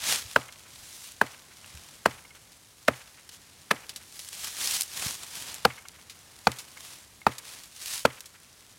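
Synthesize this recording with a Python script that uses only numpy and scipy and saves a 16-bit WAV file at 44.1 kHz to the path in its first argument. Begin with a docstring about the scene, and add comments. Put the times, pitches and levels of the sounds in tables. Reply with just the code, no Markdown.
"""A smooth, finely crackling rustle swishes in still winter woodland air as a chopper moves; boots thud.
A couple of metres away, his stone axe in a wooden haft strikes a slim living trunk nine times.
Each impact excites heavily damped modes, a dead knock, while fibres crunch and the trunk shudders.
The trees around reflect faint echoes, and faint woody pings and taps come mostly just after the blows.
Chips patter into the leaf litter, twigs snap underfoot, and a limiter holds the peaks."""
import sys
import numpy as np
from scipy import signal
from scipy.fft import rfft, irfft, next_fast_len
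from scipy.io import wavfile
from scipy.ndimage import uniform_filter1d, minimum_filter1d

SR = 44100
rng = np.random.default_rng(int(sys.argv[2]) if len(sys.argv) > 2 else 0)


def persist_wave(psi):
    """Save psi, clipped to +-1, as 16-bit WAV."""
    counts = np.round(np.clip(psi, -1, 1) * 32767).astype(np.int16)
    wavfile.write(sys.argv[1], SR, np.atleast_2d(counts).T)


N = 387198

# axe blows: start_s, three knock modes (pitch_hz, level_db, cycles_to_peak),
# hollow note (pitch_hz, level_db), second bite (lag_ms, gain_db), crunch (level_db, centre_ms, spread_ms),
# stone modes (low_mode_db, high_mode_db), shudder_gain_db
BLOWS = [(0.3617, [(690, -4, 0.44), (944, -22, 2.6), (1460, 12, 0.56)], (247, -25.5), (1.92, -20.5),
         (-18.5, 0.78, 1.75), (-40, -32), 1.5), (1.214, [(656, -16.5, 0.39), (905, -15.5, .6),
         (1516, -7.7, 0.83)], (221, -25.5), (1.177, 4), (-24.5, 1.95, 1.9), (-36.5, -27.5), -1),
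         (2.059, [(530, -9, 0.37), (800, -9, 0.64), (1540, -2.5, 0.48)], (200, -27.5), (1.94, -14.7),
         (-22, 1.5, 2.8), (-43, -34), 2), (2.8834, [(634, -10.5, 0.63), (1360, -8, 2), (1946, -12, 2.2)],
         (244, -19), (1.8, -2.5), (-19, -0.43, 2.4), (-22, -24), 4.5), (3.7111, [(824, -14, 0.61),
         (1273, -15, 2.2), (1796, -13.5, 2.7)], (220, -24.5), (1.87, -9.5), (-19, 2.2, 3), (-23, -18),
         -5.5), (5.6511, [(472, -17, 0.9), (787, -12.5, 2), (1310, -10, 1.4)], (205, -22), (1.93, 4.3),
         (-15, 2, 2), (-27, -4), 4.5), (6.47, [(508, -14, 1.1), (866, 1.5, 0.56), (1452, -7, 1.03)],
         (204, -22), (2.57, -10), (-22, 4.3, 2.3), (-15, -1.2), 6.5), (7.2666, [(406, -7, 0.35),
         (895, 0.5, 0.89), (1260, -1, 0.7)], (220, -22.5), (1.5, -7.5), (-25.5, 2.9, 2.1), (-21, -14), 4),
         (8.0519, [(465, 2, 0.45), (990, -2, 0.82), (1460, -6.5, 1.06)], (239, -19), (1.39, -6.5),
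         (-19.5, 4, 2.9), (-19, -7.5), 1.5)]


def undb(db):
    """Decibels to amplitude ratio."""
    return 10 ** (np.asarray(db) / 20)


def unit(x):
    """Normalise to rms 1."""
    return x / np.sqrt(np.mean(x ** 2))


def peak(x, db):
    """Normalise to a given peak level."""
    return undb(db) * x / np.max(np.abs(x))


def add(out, at, sound):
    """Superpose a sound from a given second on."""
    i = max(int(at * SR), 0)
    out[i:i + len(sound)] += sound[:max(len(out) - i, 0)]


def colour(x, points):
    """Minimum-phase filter through (frequency_hz, gain_db) points."""
    size = next_fast_len(len(x) + 4096)
    hz, db = np.transpose(points)
    bin_hz = np.arange(size // 2 + 1) * SR / size
    log_gain = np.log(undb(np.interp(np.log(bin_hz + 1), np.log(hz), db)))
    cepstrum = irfft(log_gain, size)
    cepstrum[1:size // 2] *= 2  # folding the cepstrum makes the filter causal
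    cepstrum[size // 2 + 1:] = 0
    return irfft(rfft(x, size) * np.exp(rfft(cepstrum)), size)[:len(x)]


def noise(points, size):
    """Filtered Gaussian noise of rms 1."""
    return unit(colour(rng.standard_normal(size), points))


def drift(rate_hz):
    """Linearly interpolated random values of rms 1."""
    hold = max(int(SR / rate_hz), 1)
    stairs = np.repeat(rng.standard_normal(N // hold + 1), hold)
    return unit(uniform_filter1d(stairs, hold)[:N])


def swell(t, peak_s):
    """Critically damped envelope: rises from t = 0 to 1 at peak_s, then decays."""
    u = np.maximum(t, 0) / peak_s
    return u * np.exp(1 - u)


def ring(t, modes):
    """Superposition of damped modes (pitch_hz, level_db, peak_s), neighbours in opposite polarity."""
    return sum((-1) ** k * undb(db) * swell(t, peak_s) * np.sin(2 * np.pi * hz * t)
               for k, (hz, db, peak_s) in enumerate(modes))


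def air(hiss_db=-61, waver_db=1.2, rumble_db=-65.5, gust_db=3):
    """Amplitude-modulated noise: a soft, nearly even hiss over an unsteady low rumble."""
    # spectrum of still woodland air: frequency_hz, gain_db
    hiss_spectrum = [(25, -36), (76, 7), (157, 0.5), (405, -6), (1500, -10), (2220, -10), (3160, -25),
                     (16000, -41.5)]
    rumble = noise([(25, 4.0), (70, 1.0), (130, -17.0), (300, -25.0), (2000, -38.5)], N)
    hiss = undb(hiss_db + waver_db * drift(1.2)) * noise(hiss_spectrum, N)
    return hiss + undb(rumble_db + gust_db * drift(11)) * rumble


def rustle_envelope(body=False, rest_db=-56, blow_db=-52.5, blow_peak_s=0.059, edge_db=9, roundness=1.49):
    """Incoherent sounds add in power: a resting level, a swell at each blow and one at each movement."""
    # swishes as the chopper moves: centre_s, level_db, rise_s, fall_s, body_gain_db
    swishes = [(0.116, -25.5, 0.072, 0.062, -0.5), (0.329, -45.5, 0.11, 0.096, -1),
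               (0.957, -46, 0.28, 0.047, 5), (1.053, -44, 0.078, 0.077, -6), (1.76, -53, 0.19, 0.39, 10.5),
               (3.343, -49, 0.029, 0.027, -6), (4.232, -45, 0.18, 0.15, -26),
               (4.464, -35.5, 0.12, 0.065, 1.5), (4.631, -31, 0.043, 0.072, -1),
               (4.757, -27, 0.15, 0.061, -2.5), (5.059, -32, 0.13, 0.096, 5.5),
               (5.211, -43.5, 0.035, 0.077, 13), (5.375, -38.5, 0.095, 0.1, 5), (5.49, -42, 0.073, 0.12, 8),
               (6.568, -51.5, 0.32, 0.2, 13), (6.87, -45, 0.098, 0.14, 9.5), (7.49, -44.5, 0.06, 0.17, 8.5),
               (7.95, -32, 0.12, 0.064, -2.5)]
    t = np.arange(N) / SR
    blow_power = sum((undb(blow_db) * swell(t - at, blow_peak_s)) ** 2 for at, *_ in BLOWS)
    power = undb(rest_db) ** 2 + blow_power
    for at, db, rise_s, fall_s, body_db in swishes:
        away = np.abs(t - at) / np.where(t < at, rise_s, fall_s)
        drop_db = edge_db * np.minimum(away, 10) ** roundness  # roundness 1 is pointed, 2 a bell
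        power += undb(db + body * body_db - drop_db) ** 2
    return np.sqrt(power)


def rustle(crackles_per_s=800, crackle_s=0.00091, grain_db=8, crackle_db=-4.5, body_hz=662, flutter_db=1):
    """Modulated broadband noise: a smooth rustling swish as the chopper moves, with fine crackles."""
    # spectrum of the rustle: frequency_hz, gain_db
    spectrum = [(88, -11), (400, -15), (1000, -7.5), (1400, -7), (3300, -1.5), (6000, -1.5), (10000, -3.5),
                (16000, -14.5)]
    onsets = rng.random(N) < crackles_per_s / SR
    impulses = onsets * undb(grain_db * np.minimum(rng.exponential(size=N), 3.2))
    decays = signal.lfilter([1], [1, -np.exp(-1 / (crackle_s * SR))], impulses)
    crackle = unit(decays * rng.standard_normal(N))
    swish = unit(colour(rng.standard_normal(N) + undb(crackle_db) * crackle, spectrum))
    # the brightness drifts by about 2 dB
    dull = signal.sosfilt(signal.butter(1, 4000, fs=SR, output="sos"), swish)
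    swish = dull * undb(2 * drift(4.7)) + (swish - dull)
    body = signal.sosfilt(signal.butter(1, body_hz, fs=SR, output="sos"), swish)
    shaped = (swish - body) * rustle_envelope() + body * rustle_envelope(body=True)
    return shaped * undb(flutter_db * drift(110))


def chips_and_twigs(grain_db=4, settle_db=-49, settle_count=50, chip_db=-48, flight_s=0.045, scatter_s=0.26):
    """Impact and fracture radiate decaying noise bursts: chips land, twigs snap, trodden litter settles."""
    # the clearest landings and snaps: start_s, level_db, treble_db, decay_s
    clear_ticks = [(.224, -29.5, -14, 0.00067), (.524, -43, -10, 0.0069), (1.119, -38, 2, .003),
                   (1.774, -36, -17, 0.0012), (3.2913, -36, -14, 0.0045), (3.8933, -32.5, -12, 0.0092),
                   (3.9609, -33, -7.5, 0.01), (4.193, -35.5, -10, 0.009), (4.2878, -33, -6, 0.0027),
                   (4.329, -33.5, -11, 0.0046), (4.8092, -13, 4, 0.0015), (4.819, -16.5, 0, 0.0022),
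                   (4.833, -26.5, 7, 0.0022), (5.5432, -24.5, -3, 0.0011), (5.550, -30, -2, 0.0017),
                   (5.8848, -31.5, -6.5, 0.0015), (6.097, -40, -12, 0.017), (6.5171, -28.5, -11, 0.0028),
                   (6.5863, -35, -7.5, 0.017), (7.3825, -32.5, -3, 0.0071), (7.6356, -38, -6, 0.0036),
                   (8.206, -32, -5, 0.0033), (8.2572, -40, -4, 0.01)]
    # spectrum of a tick: frequency_hz, gain_db
    spectrum = [(200, -14), (900, -12), (5000, 5.5), (10000, 6.5), (16000, -6)]
    t = np.arange(SR // 12) / SR
    settling = [(when * N / SR, settle_db + 6 * (size - .5), -8, .0012)
                for when, size in rng.random((settle_count, 2))]
    chips = [(at + flight_s + scatter_s * late, chip_db, -44, 0.003)
             for at, *_ in BLOWS for late in rng.random(size=3)]
    out = np.zeros(N)
    for at, db, treble_db, decay_s in list(clear_ticks) + chips + settling:
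        grains = rng.standard_normal(len(t)) * undb(grain_db * rng.standard_normal(len(t)))
        crackle = unit(colour(colour(grains, spectrum), [(3000, 0.021), (9000, treble_db)]))
        add(out, at, undb(db) * crackle * np.exp(-t / decay_s))
    return out


def steps():
    """A soft contact excites mainly low frequencies: boots thud on yielding ground."""
    # shifts of weight: start_s, peak_db, peak_s
    footfalls = [(0.245, -38.5, 0.0085), (1.735, -38.5, 0.018), (5.061, -27.5, 0.0023)]
    # spectrum of a thud: frequency_hz, gain_db
    spectrum = [(30, 6), (85, 20), (300, -15), (1000, -24.5), (3000, -41)]
    t = np.arange(SR // 4) / SR
    out = np.zeros(N)
    for at, db, peak_s in footfalls:
        add(out, at, peak(swell(t, peak_s) * noise(spectrum, len(t)), db))
    return out


def axe(splinter_db=-16, splinter_s=0.0023, radiate_hz=280, crack_db=-26, crack_s=0.0002, lead_s=.012):
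    """Impact excites modes of wood and stone; where the blunt edge lands sets their pitch and damping."""
    # low bending modes of the trunk, the higher slower to build: pitch_hz, level_db, peak_s
    bending_modes = [(79.5, -38, 0.008), (124.7, -44, 0.021)]
    # modes of the stone head in its socket: pitch_hz, peak_s
    stone_modes = [(2464, 0.0014), (4460, 0.00038)]
    # spectrum of tearing fibres: frequency_hz, gain_db
    crunch_spectrum = [(300, -37), (1200, 11), (4200, 1.5), (7000, -6), (11000, -8), (16000, -20.5)]
    # spectrum of the first fibres snapping at contact: frequency_hz, gain_db
    crack_spectrum = [(1500, -12), (6000, 0), (16000, -4.5)]
    t = np.arange(SR // 3) / SR - lead_s
    # a slim trunk radiates little of the knock's bass
    radiation = signal.butter(2, radiate_hz, "highpass", fs=SR, output="sos")
    out = np.zeros(N)
    for at, modes, (hollow_hz, hollow_db), (lag_ms, bite_db), fibres, stone_db, shudder_db in BLOWS:
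        # the edge bites twice, and green wood damps each knock within a few cycles
        knock = [(hz, db, cycles / hz) for hz, db, cycles in modes]
        second_bite = undb(bite_db) * ring(t - lag_ms / 1000, knock)
        wood = signal.sosfilt(radiation, ring(t, knock) + second_bite)
        hollow = ring(t - 0.0014, [(hollow_hz, hollow_db, 0.0031)])
        shudder = undb(shudder_db) * ring(t, bending_modes)
        # fibres crush while the edge sinks in, and a few splinter afterwards
        crunch_db, centre_ms, spread_ms = fibres
        crushing = np.exp(-.5 * ((t * 1000 - centre_ms) / spread_ms) ** 2)
        splintering = undb(splinter_db) * swell(t, splinter_s)
        crunch = undb(crunch_db) * (crushing + splintering) * noise(crunch_spectrum, len(t))
        crack = undb(crack_db) * swell(t, crack_s) * noise(crack_spectrum, len(t))
        stone = ring(t - .0004, [(hz, db, peak_s) for (hz, peak_s), db in zip(stone_modes, stone_db)])
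        add(out, at - lead_s, wood + hollow + shudder + crack + crunch + stone)
    return out


def woodland_echoes(blows, knock_db=-17, clap_db=26, near_t60_s=0.44, far_t60_s=2.7):
    """Diffuse reflection: the ground, a bank, single trunks and the wood beyond scatter each blow back."""
    # reflections from nearby trunks: delay_s, gain_db, spread_s
    echoes = [(.055, -33, .005), (.095, -43.5, .0032), (.128, -38.5, .0063), (.303, -40.5, .008)]
    # spectra of the four return paths: frequency_hz, gain_db
    ground_spectrum = [(220, -15.5), (420, 9), (1500, -3), (5000, -26)]
    bank_spectrum = [(90, -8.5), (200, 3), (650, -5), (1600, -13), (16000, -44.5)]
    trunk_spectrum = [(200, -20.5), (1000, -4), (2200, 2), (4200, -10.5), (16000, -30.5)]
    tail_spectrum = [(300, -11), (700, -1), (2200, -4), (4200, -24), (16000, -32.5)]
    t = np.arange(SR) / SR
    # summed over all directions, a blow is a broad clap with only a hint of its knock's pitch
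    radiated = undb(knock_db) * blows
    for at, *_ in BLOWS:
        add(radiated, at, undb([clap_db]))

    def scatter(envelope, db):
        """Dense random reflections merge into noise of a given total energy."""
        return undb(db) * rng.standard_normal(len(t)) * envelope / np.sqrt(np.sum(envelope ** 2))

    ground = scatter(swell(t - .002, peak_s=0.0027), db=-16.5)
    bank = scatter(swell(t - .002, peak_s=0.0092), db=-17)
    trunks = sum(scatter(np.exp(-.5 * ((t - delay) / spread) ** 2), db) for delay, db, spread in echoes)
    tail = sum(scatter((t > .015) * undb(-60 * t / t60_s), db)
               for db, t60_s in [(-26, near_t60_s), (-34, far_t60_s)])
    response = (colour(ground, ground_spectrum) + colour(bank, bank_spectrum)
                + colour(trunks, trunk_spectrum) + colour(tail, tail_spectrum))
    return signal.fftconvolve(radiated, response)[:N]


def woody_pings(vary_db=2):
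    """Resonance: short noise bursts excite three damped modes, in a different balance each time."""
    # faint woody pings and taps, mostly just after the blows: start_s, peak_db, chatter_s
    taps = [(.486, -36, .002), (1.643, -35, 0.00069), (2.246, -40.5, 0.0033), (2.303, -44, 0.0045),
            (5.7, -31, .0039), (5.772, -38.5, 0.007), (5.851, -37.5, 0.0037), (5.983, -44, 0.0057),
            (6.769, -37, 0.0026), (7.2153, -36, 0.00052)]
    # modes of a ping: pitch_hz, level_db, peak_s
    ping_modes = [(1405, 2, 0.00038), (2160, -2, 0.0025), (2750, -0.5, 0.00042)]
    t = np.arange(SR // 16) / SR
    out = np.zeros(N)
    for at, db, chatter_s in taps:
        modes = [(hz, mode_db + vary_db * rng.standard_normal(), peak_s) for hz, mode_db, peak_s in ping_modes]
        chatter = swell(t, chatter_s) * rng.standard_normal(len(t))
        add(out, at, peak(signal.fftconvolve(chatter, ring(t, modes)), db))
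    return out


def scene():
    """Linear superposition of the chopping, its echoes and the small sounds around it, in one channel."""
    blows = axe()
    return (blows + woodland_echoes(blows) + woody_pings() + chips_and_twigs() + rustle() + steps() + air())[None]


def record(dry, ceiling=0.7, low_cut_hz=62, top_hz=15900):
    """Band and peak limiting: the microphone thins the bass, a limiter holds the knocks, the top is cut."""
    thin = signal.sosfilt(signal.butter(2, low_cut_hz, "highpass", fs=SR, output="sos"), dry)
    window = SR // 1500  # about 0.7 ms of look-ahead
    gain = np.minimum(1, ceiling / (np.abs(thin) + 1e-9))
    limited = thin * uniform_filter1d(minimum_filter1d(gain, window), window)
    return signal.sosfilt(signal.ellip(10, .2, 80, top_hz, fs=SR, output="sos"), limited)


dry = scene()
out = record(dry)
persist_wave(out)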